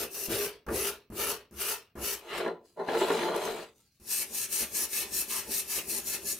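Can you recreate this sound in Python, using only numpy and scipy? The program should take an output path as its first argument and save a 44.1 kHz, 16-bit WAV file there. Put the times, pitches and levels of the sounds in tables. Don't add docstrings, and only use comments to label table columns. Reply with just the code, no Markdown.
import sys
import numpy as np
from scipy import signal
from scipy.fft import rfft, irfft, next_fast_len
from scipy.io import wavfile
from scipy.ndimage import uniform_filter1d, map_coordinates

SR = 44100
rng = np.random.default_rng(int(sys.argv[2]) if len(sys.argv) > 2 else 0)


def master_out(mix):
    frames = np.transpose(np.atleast_2d(mix))
    ceiling = np.clip(frames, -1, 1)
    pcm = np.round(ceiling * 32767).astype(np.int16)
    wavfile.write(sys.argv[1], SR, pcm)


N = 281794

# start_s, tip_db, heel_db, scratch_db (relative to the blow), tick_db (first wires), crumple_db, boom_db
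LANDINGS = [(0.285, -26.5, -41, -20, -62, -50, -54), (0.665, -33.5, -24.5, -1, -43, -43, -48),
            (1.101, -33.5, -30.5, -16, -51, -49.5, -51.5), (1.510, -41, -47, -15, -53, -51.5, -50.5),
            (1.954, -32, -31.5, -7.5, -51, -46.5, -51), (3.999, -48, -48, -17, -57, -64, -78)]
# pitch_hz, width_hz, level_db (relative)
BENCH_MODES = [(172, 11, -22.5), (225.3, 4.7, -11), (271, 22, -13), (352, 10, 1.5), (395.7, 43, -1.5),
               (445.4, 24.5, 4.5), (593, 14, -6), (663, 32, -9.5), (773, 71, -7.5), (874, 13, 0),
               (997, 19, -3), (1390, 14, -11.5)]
# (relative, per Hz)
HANDLE_HISS = [(2350, -58), (4000, -10.5), (5870, -2), (7310, -6), (9940, -4), (10800, -1), (12000, -6),
               (14800, -3.5), (16000, -17)]
HEEL_S = 0.0195


def handle():
    # touch_s, run_up_s, hold_s, hiss_db, rasp_db,
    # drone_db (bench), landing_db (drone on landing), singing_db (wire note)
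    strokes = [ (0.0, 0.0018, 0.03, -36, -41, -37.5, -47, -55),
               (0.062, 0.088, 0.11, -38, -49, -50, -53.5, -55),
               (0.271, 0.046, 0.14, -35.5, -38.5, -38, -37.5, -44),
               (0.673, 0.086, 0.13, -34.5, -38.5, -40.5, -33.5, -39.5),
               (1.103, 0.094, 0.12, -34.5, -37.5, -39.5, -46, -41),
               (1.512, 0.1, 0.12, -35.5, -40, -47, -78, -43),
               (1.955, 0.089, 0.088, -34.5, -40, -45.5, -42, -44)]
    # (relative, per Hz)
    rasp_spectrum = [(350, -28.5), (600, -11), (698, -3), (779, -11.5), (834, -6), (1040, -6), (1290, -2),
                     (2020, -7.5), (2780, -1.5), (3410, -8), (4500, -8.5), (5850, -12), (9900, -120)]
    # pitch_hz, width_hz, level_db (relative)
    ring_modes = [(2730, 90, -4.5), (5700, 99, -14), (8570, 110, -5), (10350, 54, 3), (11480, 80, -17.5),
                  (12800, 110, 2.5), (13270, 55, 6), (14500, 54, 4.5)]
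    # (relative, per Hz)
    board_spectrum = [(25, -25), (45, -30), (64, -5.5), (90, -19), (125, -17), (220, -10), (300, -8.5),
                      (380, -1.5), (560, -4), (700, -12), (1100, -29), (2500, -57.5)]
    # frequency_hz, left_minus_right_db
    balance = [(250, 0), (450, 0.5), (950, 1.5), (2380, 0.5), (5980, 2.5), (15000, 4.5)]
    touch, run_up, hold, hiss_db, rasp_db, drone_db, landing_db, singing_db = np.transpose(strokes)

    def stroke(level_db, slopes):
        return swells(touch + run_up, hold, level_db, slopes, touch)

    press = swells(touch + HEEL_S, 0.053, landing_db, (560, 220), touch)
    tips = stroke(hiss_db, slopes=(356, 330))
    bite = stroke(rasp_db, slopes=(380, 209))
    push = np.hypot(stroke(drone_db, slopes=(540, 237)), press)
    rubbing = scrub((tips, bite, push), HANDLE_HISS, rasp_spectrum, ring_modes, board_spectrum,
                    tip_rate=13000, clump_db=1.0, hiss_db=-0.6, ring_db=-4.5, damping=0.28,
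                    rasp_db=0, drone_db=-10.5, boards_db=-4.0)
    wire_notes = np.array([fuzzy(10835, knots_per_s=110) for _ in range(2)])
    singing = stroke(singing_db, slopes=(400, 710)) * wire_notes
    bend = np.hypot(amp(-2) * stroke(drone_db, slopes=(300, 230)), amp(-1.5) * press)
    bristles = chatter(touch, top_hz=431.0, sag_hz=202.0, settle_s=0.058, knots_per_s=60)
    return placed(rubbing + singing, balance) + bend * bristles


def blade():
    # start_s, hold_s, hiss_db, rasp_db, drone_db (bench), jostle_db
    strokes = [ (4.111, 0.11, -31.5, -45, -60, -53), (4.349, 0.094, -33.5, -46, -56.5, -53),
               (4.529, 0.1, -31, -43.5, -56, -45.5), (4.757, 0.083, -31.5, -43.5, -53, -53.5),
               (4.933, 0.091, -32.5, -41.5, -55.5, -48), (5.146, 0.072, -31.5, -45, -52.5, -50.5),
               (5.31, 0.085, -33.5, -41, -54, -54), (5.518, 0.084, -32, -41.5, -54.5, -45.5),
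               (5.707, 0.081, -33, -41.5, -59.5, -47.5), (5.902, 0.082, -33, -46.5, -50, -51.5),
               (6.075, 0.075, -33.5, -47, -52.5, -50), (6.271, 0.054, -33, -49, -53.5, -49)]
    # (relative, per Hz)
    hiss_spectrum = [(2350, -56), (4000, -7), (6740, -3), (7480, -6), (8310, 0.5), (9720, -6), (10900, 2.5),
                     (12000, -5.5), (13000, -1.5), (15000, -4), (16000, -15.5)]
    rasp_spectrum = [(350, -55), (600, -14), (884, -6.5), (1080, -8.5), (1180, -3.5), (1520, -6),
                     (1720, -3.5), (2290, -1), (2600, 1.5), (3490, -3.5), (4500, -8), (5850, -8),
                     (9900, -120)]
    # pitch_hz, width_hz, level_db (relative)
    ring_modes = [(1725, 30, -8), (2620, 60, -8), (4150, 40, -9), (4600, 40, -9), (5730, 300, -11),
                  (6907, 55, -2), (8000, 150, -13), (8445, 45, 0), (10567, 40, 0), (10842, 55, 1),
                  (11450, 50, -2), (12688, 40, 2), (13270, 60, -10), (14460, 60, -6)]
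    # (relative, per Hz)
    board_spectrum = [(18, -47), (30, -48), (59, -2.5), (146, -13), (222, 0.5), (257, -7), (282, -7),
                      (397, 1), (478, -15.5), (567, -4), (700, -17), (910, -39), (1540, -120)]
    # frequency_hz, left_minus_right_db
    balance = [(250, -2), (450, 0.5), (950, 1), (2380, -0.5), (5980, 2.5), (15000, 4.5)]
    start, hold, hiss_db, rasp_db, drone_db, jostle_db = np.transpose(strokes)
    touch = LANDINGS[-1][0]

    def contact(level_db, slopes, rest_db):
        moving = swells(start, hold, level_db, slopes, touch)
        resting = swells(start[0], N / SR, rest_db, (155, 120), touch)
        return np.hypot(moving, resting)

    tips = contact(hiss_db, slopes=(450, 460), rest_db=-48.5)
    bite = contact(rasp_db, slopes=(500, 195), rest_db=-56)
    push = contact(drone_db, slopes=(140, 180), rest_db=-61.5)
    jostle_s, pull_lead_s, jostle_slopes = 0.008, 0.026, (420, 360)
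    push_ends = swells((start + hold)[::2] - jostle_s, jostle_s, jostle_db[::2], jostle_slopes)
    pull_starts = swells(start[1::2] - pull_lead_s, jostle_s, jostle_db[1::2], jostle_slopes)
    bite = np.hypot(bite, amp(7.5) * push_ends)
    push = np.hypot(push, push_ends + pull_starts)
    rubbing = scrub((tips, bite, push), hiss_spectrum, rasp_spectrum, ring_modes, board_spectrum,
                    tip_rate=16000, clump_db=0.5, hiss_db=-1.04, ring_db=-3, damping=0.44,
                    rasp_db=-1.5, drone_db=-4.0, boards_db=-0.5)
    return placed(rubbing, balance)


def scrub(drive, hiss, rasp, ring, boards, tip_rate, clump_db, hiss_db, ring_db, damping,
          rasp_db, drone_db, boards_db):
    tips, bite, push = drive
    tufts = amp(clump_db * wobble(160) + 0.6 * wobble(40))
    flicks = catches(tip_rate, spread_db=3.5) * tufts
    fizz = amp(hiss_db) * coloured(shifting(flicks, patchy_db=2.9), hiss)
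    free = (1 + 4 * bite / tips) ** -damping
    notes = amp(ring_db) * free * rung(flicks, ring, wander_db=1.7, count=5)
    rust = shifting(catches(5000, spread_db=0.0) * tufts, patchy_db=3.0)
    grind = amp(rasp_db) * coloured(rust, rasp)
    drone = amp(drone_db) * rung(catches(1500, spread_db=0.5), BENCH_MODES, wander_db=4, count=2)
    drone += amp(boards_db) * coloured(catches(1500, spread_db=2.5), boards)
    return tips * (fizz + notes) + bite * grind + push * drone


def chatter(starts, top_hz, sag_hz, settle_s, knots_per_s):
    t = np.arange(N) / SR
    age = np.abs(t - starts[np.searchsorted(starts, t, side="right") - 1])
    slow = np.exp(-age / settle_s)
    return (1 - slow) * fuzzy(top_hz - sag_hz * slow, knots_per_s)


def slide():
    # time_s, judder_db, scrape_db, grit_db
    shove = [(2.22, -55, -65, -67), (2.328, -41.5, -38.5, -53.5), (2.386, -37.5, -36, -44),
             (2.478, -34, -50, -75), (2.572, -52, -74, -94.5), (2.634, -69, -93, -95),
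             (2.66, -65, -91, -75)]
    swing = [(2.755, -80, -93, -89), (2.775, -44, -71, -90), (2.801, -30.5, -64, -77),
             (2.855, -37.5, -57, -67), (2.893, -31.5, -39.5, -60), (2.967, -29.5, -39.5, -51.5),
             (2.987, -39, -42, -43.5), (3.023, -24.5, -33.5, -44.5), (3.063, -30.5, -39.5, -45),
             (3.245, -28.5, -36, -45.5), (3.313, -29, -43.5, -54.5), (3.459, -35, -41.5, -44),
             (3.629, -43.5, -50.5, -53.5), (3.74, -79, -75, -81)]
    # start_s, level_db
    jolt_events = [(2.403, -14.5), (2.461, -10.5), (2.481, -21), (2.885, -11), (2.949, -11), (3.103, -8),
                   (3.232, -15.5), (3.281, -14), (3.474, -14.5), (3.588, -22.5)]
    # start_s, hold_s, level_db
    rustles = [(2.665, 0.031, -69.5), (3.763, .055, -69.5), (3.925, .04, -73.5)]
    # (relative, per Hz)
    judder_spectrum = [(94, -48), (160, -10), (308, -9.5), (350, -1), (446, -3.5), (512, -2.5), (652, 1),
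                       (859, -10.5), (925, -30), (1010, -7), (1300, -16.5), (1400, -13), (1620, -20.5),
                       (2000, -17.5), (2600, -49), (4400, -120)]
    scrape_spectrum = [(760, -15.5), (1300, -0.5), (1400, -12.5), (1620, -4.5), (2970, -4.5), (3780, -7),
                       (4040, -14.5), (5500, -20), (7150, -56), (12100, -120)]
    grit_spectrum = [(2940, -7.5), (5000, -0.5), (5650, -9.5), (6130, -1.5), (12900, -8), (16000, -17)]
    jolt_spectrum = [(120, -43), (300, -0.5), (450, 7.5), (850, -1), (1800, -4), (3000, -30), (6000, -48)]
    # pitch_hz, width_hz, level_db (relative)
    steel_modes = [(1400, 60, 2), (1803, 40, -3), (2960, 110, -14), (4060, 70, 1), (4570, 60, -10),
                   (6090, 70, -19), (8450, 80, -19), (10600, 60, -21)]
    # frequency_hz, left_minus_right_db
    balance = [(250, 0.15), (950, 0.84), (3770, 1.5), (15000, 1.5)]
    judder, scrape, grit = gains([shove, swing])
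    grit = grit + swells(*np.transpose(rustles), slopes=(470, 94))
    judder = np.hypot(amp(-1.0) * judder, amp(-19.5) * bursts(jolt_events, t60=0.21))
    grip = amp(1.3 * wobble(90) + 0.41 * wobble(29.53))
    slips = shifting(catches(1800, spread_db=0.5) * grip, patchy_db=2.0)
    boards = amp(-4) * coloured(slips, judder_spectrum)
    boards += amp(-2.5) * rung(catches(1800, spread_db=4) * grip, BENCH_MODES, wander_db=2.5)
    grains = catches(2500, spread_db=1.5) * grip
    rub = amp(-2.0) * coloured(shifting(grains, patchy_db=2.5), scrape_spectrum)
    steel = np.sqrt(judder * scrape) * amp(-11.5) * rung(grains, steel_modes, wander_db=0.5)
    dust = amp(1.0) * coloured(shifting(catches(4000, spread_db=3), patchy_db=5.0), grit_spectrum)
    jolt_noise = coloured(catches(6000, spread_db=0.5), jolt_spectrum)
    jolts = amp(-13.5) * bursts(jolt_events, t60=0.056) * jolt_noise
    return placed(judder * boards + scrape * rub + steel + grit * dust + jolts, balance)


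def contacts():
    # pitch_hz, level_db (relative), t60_s
    knock_modes = [(64.8, -7, .25), (116, -25.5, 0.19), (167.6, -18, 0.059), (226, 1, 0.16), (284, -10, .1),
                   (354, -8.5, 0.2), (520, -18.5, .05)]
    # start_s, level_db
    crumb_snaps = [(3.362, -26.5), (3.453, -27.5)]
    # (relative, per Hz)
    crumple_spectrum = [(20, -31), (42, -20), (66, -2), (92, 4), (125, 2.5), (150, -13), (215, 6.5),
                        (260, -14.5), (350, -0.5), (600, -21), (1400, -19), (3000, -33.5), (8000, -57)]
    scratch_spectrum = [(300, -35), (700, -2.5), (1300, 4), (2500, -13), (3500, -25), (8000, -29)]
    t = np.arange(SR // 3) / SR
    times, *_, tick_db, crumple_db, boom_db = np.transpose(LANDINGS)
    blows = []
    for start, tip_db, heel_db, scratch_db, *_ in LANDINGS:
        for k, level_db in enumerate((tip_db, heel_db, heel_db - 9)):
            blows.append((start + k * HEEL_S, level_db, scratch_db))
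    knocks = np.zeros(N + SR)
    for start, level_db, _ in blows:
        ring = np.zeros(len(t))
        for hz, mode_db, t60 in knock_modes:
            decay = amp(mode_db + rng.normal(0, 2.7) - 60 * t / t60)
            ring += decay * np.sin(2 * np.pi * hz * t)
        knocks[round(start * SR):][:len(t)] += amp(level_db - 11) * ring

    def under_heel(level_db):
        return swells(times + HEEL_S, 0.05, level_db, (420, 220), times)

    crumple = under_heel(crumple_db) * coloured(catches(9000, spread_db=1.5), crumple_spectrum)
    scratch_hits = [(start, level_db + relative_db) for start, level_db, relative_db in blows]
    scratch_noise = coloured(catches(2500, spread_db=6.5), scratch_spectrum)
    scratch = amp(-7.5) * bursts(scratch_hits, t60=0.095) * scratch_noise
    snap_noise = coloured(catches(20000, spread_db=3.5), HANDLE_HISS)
    snaps = amp(-6.5) * bursts([*zip(times, tick_db), *crumb_snaps], t60=0.024) * snap_noise
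    boom = under_heel(boom_db) * amp(-2.0) * fuzzy(knock_modes[0][0], knots_per_s=22)
    return knocks[:N] + boom + pair(crumple + scratch + snaps)


def room(x, echo_db, tail_db):
    # frequency_hz, t60_s
    decay_times = [(100, 0.71), (500, 0.38), (3000, 0.15), (8000, 0.23), (15000, 0.044)]
    echo_s = 0.01742
    hz, t, z = signal.stft(rng.standard_normal((2, SR // 2)), SR, nperseg=256)
    decay = amp(-60 * t / along(decay_times, hz)[:, None])
    tail = signal.istft(z * decay, SR, nperseg=256)[1]
    tail = tail / np.linalg.norm(tail[0])
    diffuse = pair(signal.fftconvolve(x, tail, axes=1)[:, :N])
    echo = filtered(x, lambda f: np.exp(-2j * np.pi * f * echo_s) / np.hypot(1, f / 4000))
    return amp(echo_db) * echo + amp(tail_db) * diffuse


def quiet():
    # (relative, per Hz)
    quiet_spectrum = [(15, -39), (25, -9.5), (64, 8), (114, 10), (175, 4), (317, -3), (451, -21),
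                      (1190, -44), (2480, -7), (8140, -41.5), (16000, -11)]
    return amp(-74.0) * pair(coloured(rng.standard_normal((2, N)), quiet_spectrum))


def catches(rate, spread_db):
    hits = np.flatnonzero(rng.random(N) < rate / SR)
    sizes = amp(spread_db * rng.standard_normal(N)[hits])
    x = np.zeros((2, N))
    x[:, hits] = sizes * np.sign(rng.random((2, N))[:, hits] - 0.5)
    return unit(x)


def rung(x, modes, wander_db, count=3):
    families = []
    for k in range(count):
        level = amp(wander_db * wobble(13))
        families.append(level * resonate((-1) ** k * x, modes[k::count]))
    return unit(sum(families))


def resonate(x, modes):
    return filtered(x, lambda f: sum(amp(db) * 1j * f * width / (centre ** 2 - f * f + 1j * f * width)
                                     for centre, width, db in modes))


def shifting(x, patchy_db):
    z = signal.stft(x, nperseg=1024)[2]
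    field = uniform_filter1d(rng.standard_normal(z.shape[1:]), size=4, axis=0)
    field = uniform_filter1d(field, size=8, axis=1)
    return unit(signal.istft(z * amp(patchy_db * unit(field)), nperseg=1024)[1][:, :N])


def fuzzy(hz, knots_per_s):
    phase = 2 * np.pi * np.cumsum(hz * np.ones(N)) / SR
    return unit(wobble(knots_per_s) * np.cos(phase) + wobble(knots_per_s) * np.sin(phase))


def wobble(knots_per_s):
    coarse = np.arange(0, N + 32, 32)
    knots = rng.standard_normal(int(N * knots_per_s / SR) + 4)
    return np.interp(np.arange(N), coarse, map_coordinates(knots, [coarse * knots_per_s / SR]))


def swells(starts, holds, levels_db, slopes, touches=0):
    t = np.arange(N) / SR
    rise, fall = slopes
    level = np.full(N, -120.0)
    for start, hold, db, touch in np.broadcast(starts, holds, levels_db, touches):
        shape = np.minimum(0, np.minimum(rise * (t - start), fall * (start + hold - t)))
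        level = np.where(t >= touch, np.maximum(level, db + shape), level)
    return amp(level)


def bursts(events, t60):
    t = np.arange(SR // 2) / SR
    attack = 1 - np.exp(-t / min(t60 / 50, 0.0015))
    shape = amp(-60 * t / t60) * attack
    envelope = np.zeros(N + SR)
    for start, level_db in events:
        envelope[round(start * SR):][:len(t)] += amp(level_db) * shape
    return envelope[:N]


def gains(tables):
    t = np.arange(N) / SR
    total = 0
    for rows in tables:
        times, *columns = np.transpose(rows)
        total = total + np.array([amp(np.interp(t, times, c, left=-120, right=-120)) for c in columns])
    return total


def placed(x, balance):
    return filtered(pair(x), lambda hz: amp(np.outer([0.5, -0.5], along(balance, hz))))


def pair(x):
    # frequency_hz, correlation (1 is identical)
    likeness = [(60, 1), (130, 0.96), (290, 1), (640, 0.8), (1410, 0.73), (3100, 0.6), (6820, 0.31),
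                (15000, 0.51)]

    def mid_side(hz):
        turn = np.arccos(np.clip(along(likeness, hz), -1, 1)) / 2
        return np.array([np.cos(turn), np.sin(turn) * hz / np.hypot(hz, 350)])

    mid, side = filtered(x, mid_side)
    return np.array([mid + side, mid - side])


def coloured(x, spectrum):
    return unit(filtered(x, lambda hz: amp(along(spectrum, hz))))


def filtered(x, response):
    m = next_fast_len(N + SR // 2)
    return irfft(rfft(x, m) * response(np.fft.rfftfreq(m, 1 / SR)), m)[..., :N]


def along(points, hz):
    f, v = np.transpose(points)
    return np.interp(np.log(hz + 1), np.log(f + 1), v)


def amp(db):
    return 10 ** (np.asarray(db) / 20)


def unit(x):
    return x / np.sqrt(np.mean(x ** 2) + 1e-20)


def scene():
    work = handle() + blade() + slide() + contacts()
    return work + room(work, echo_db=-8.0, tail_db=-15.5) + quiet()


def record(dry):
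    return filtered(dry, lambda hz: hz < 15800)


dry = scene()
out = record(dry)
master_out(out)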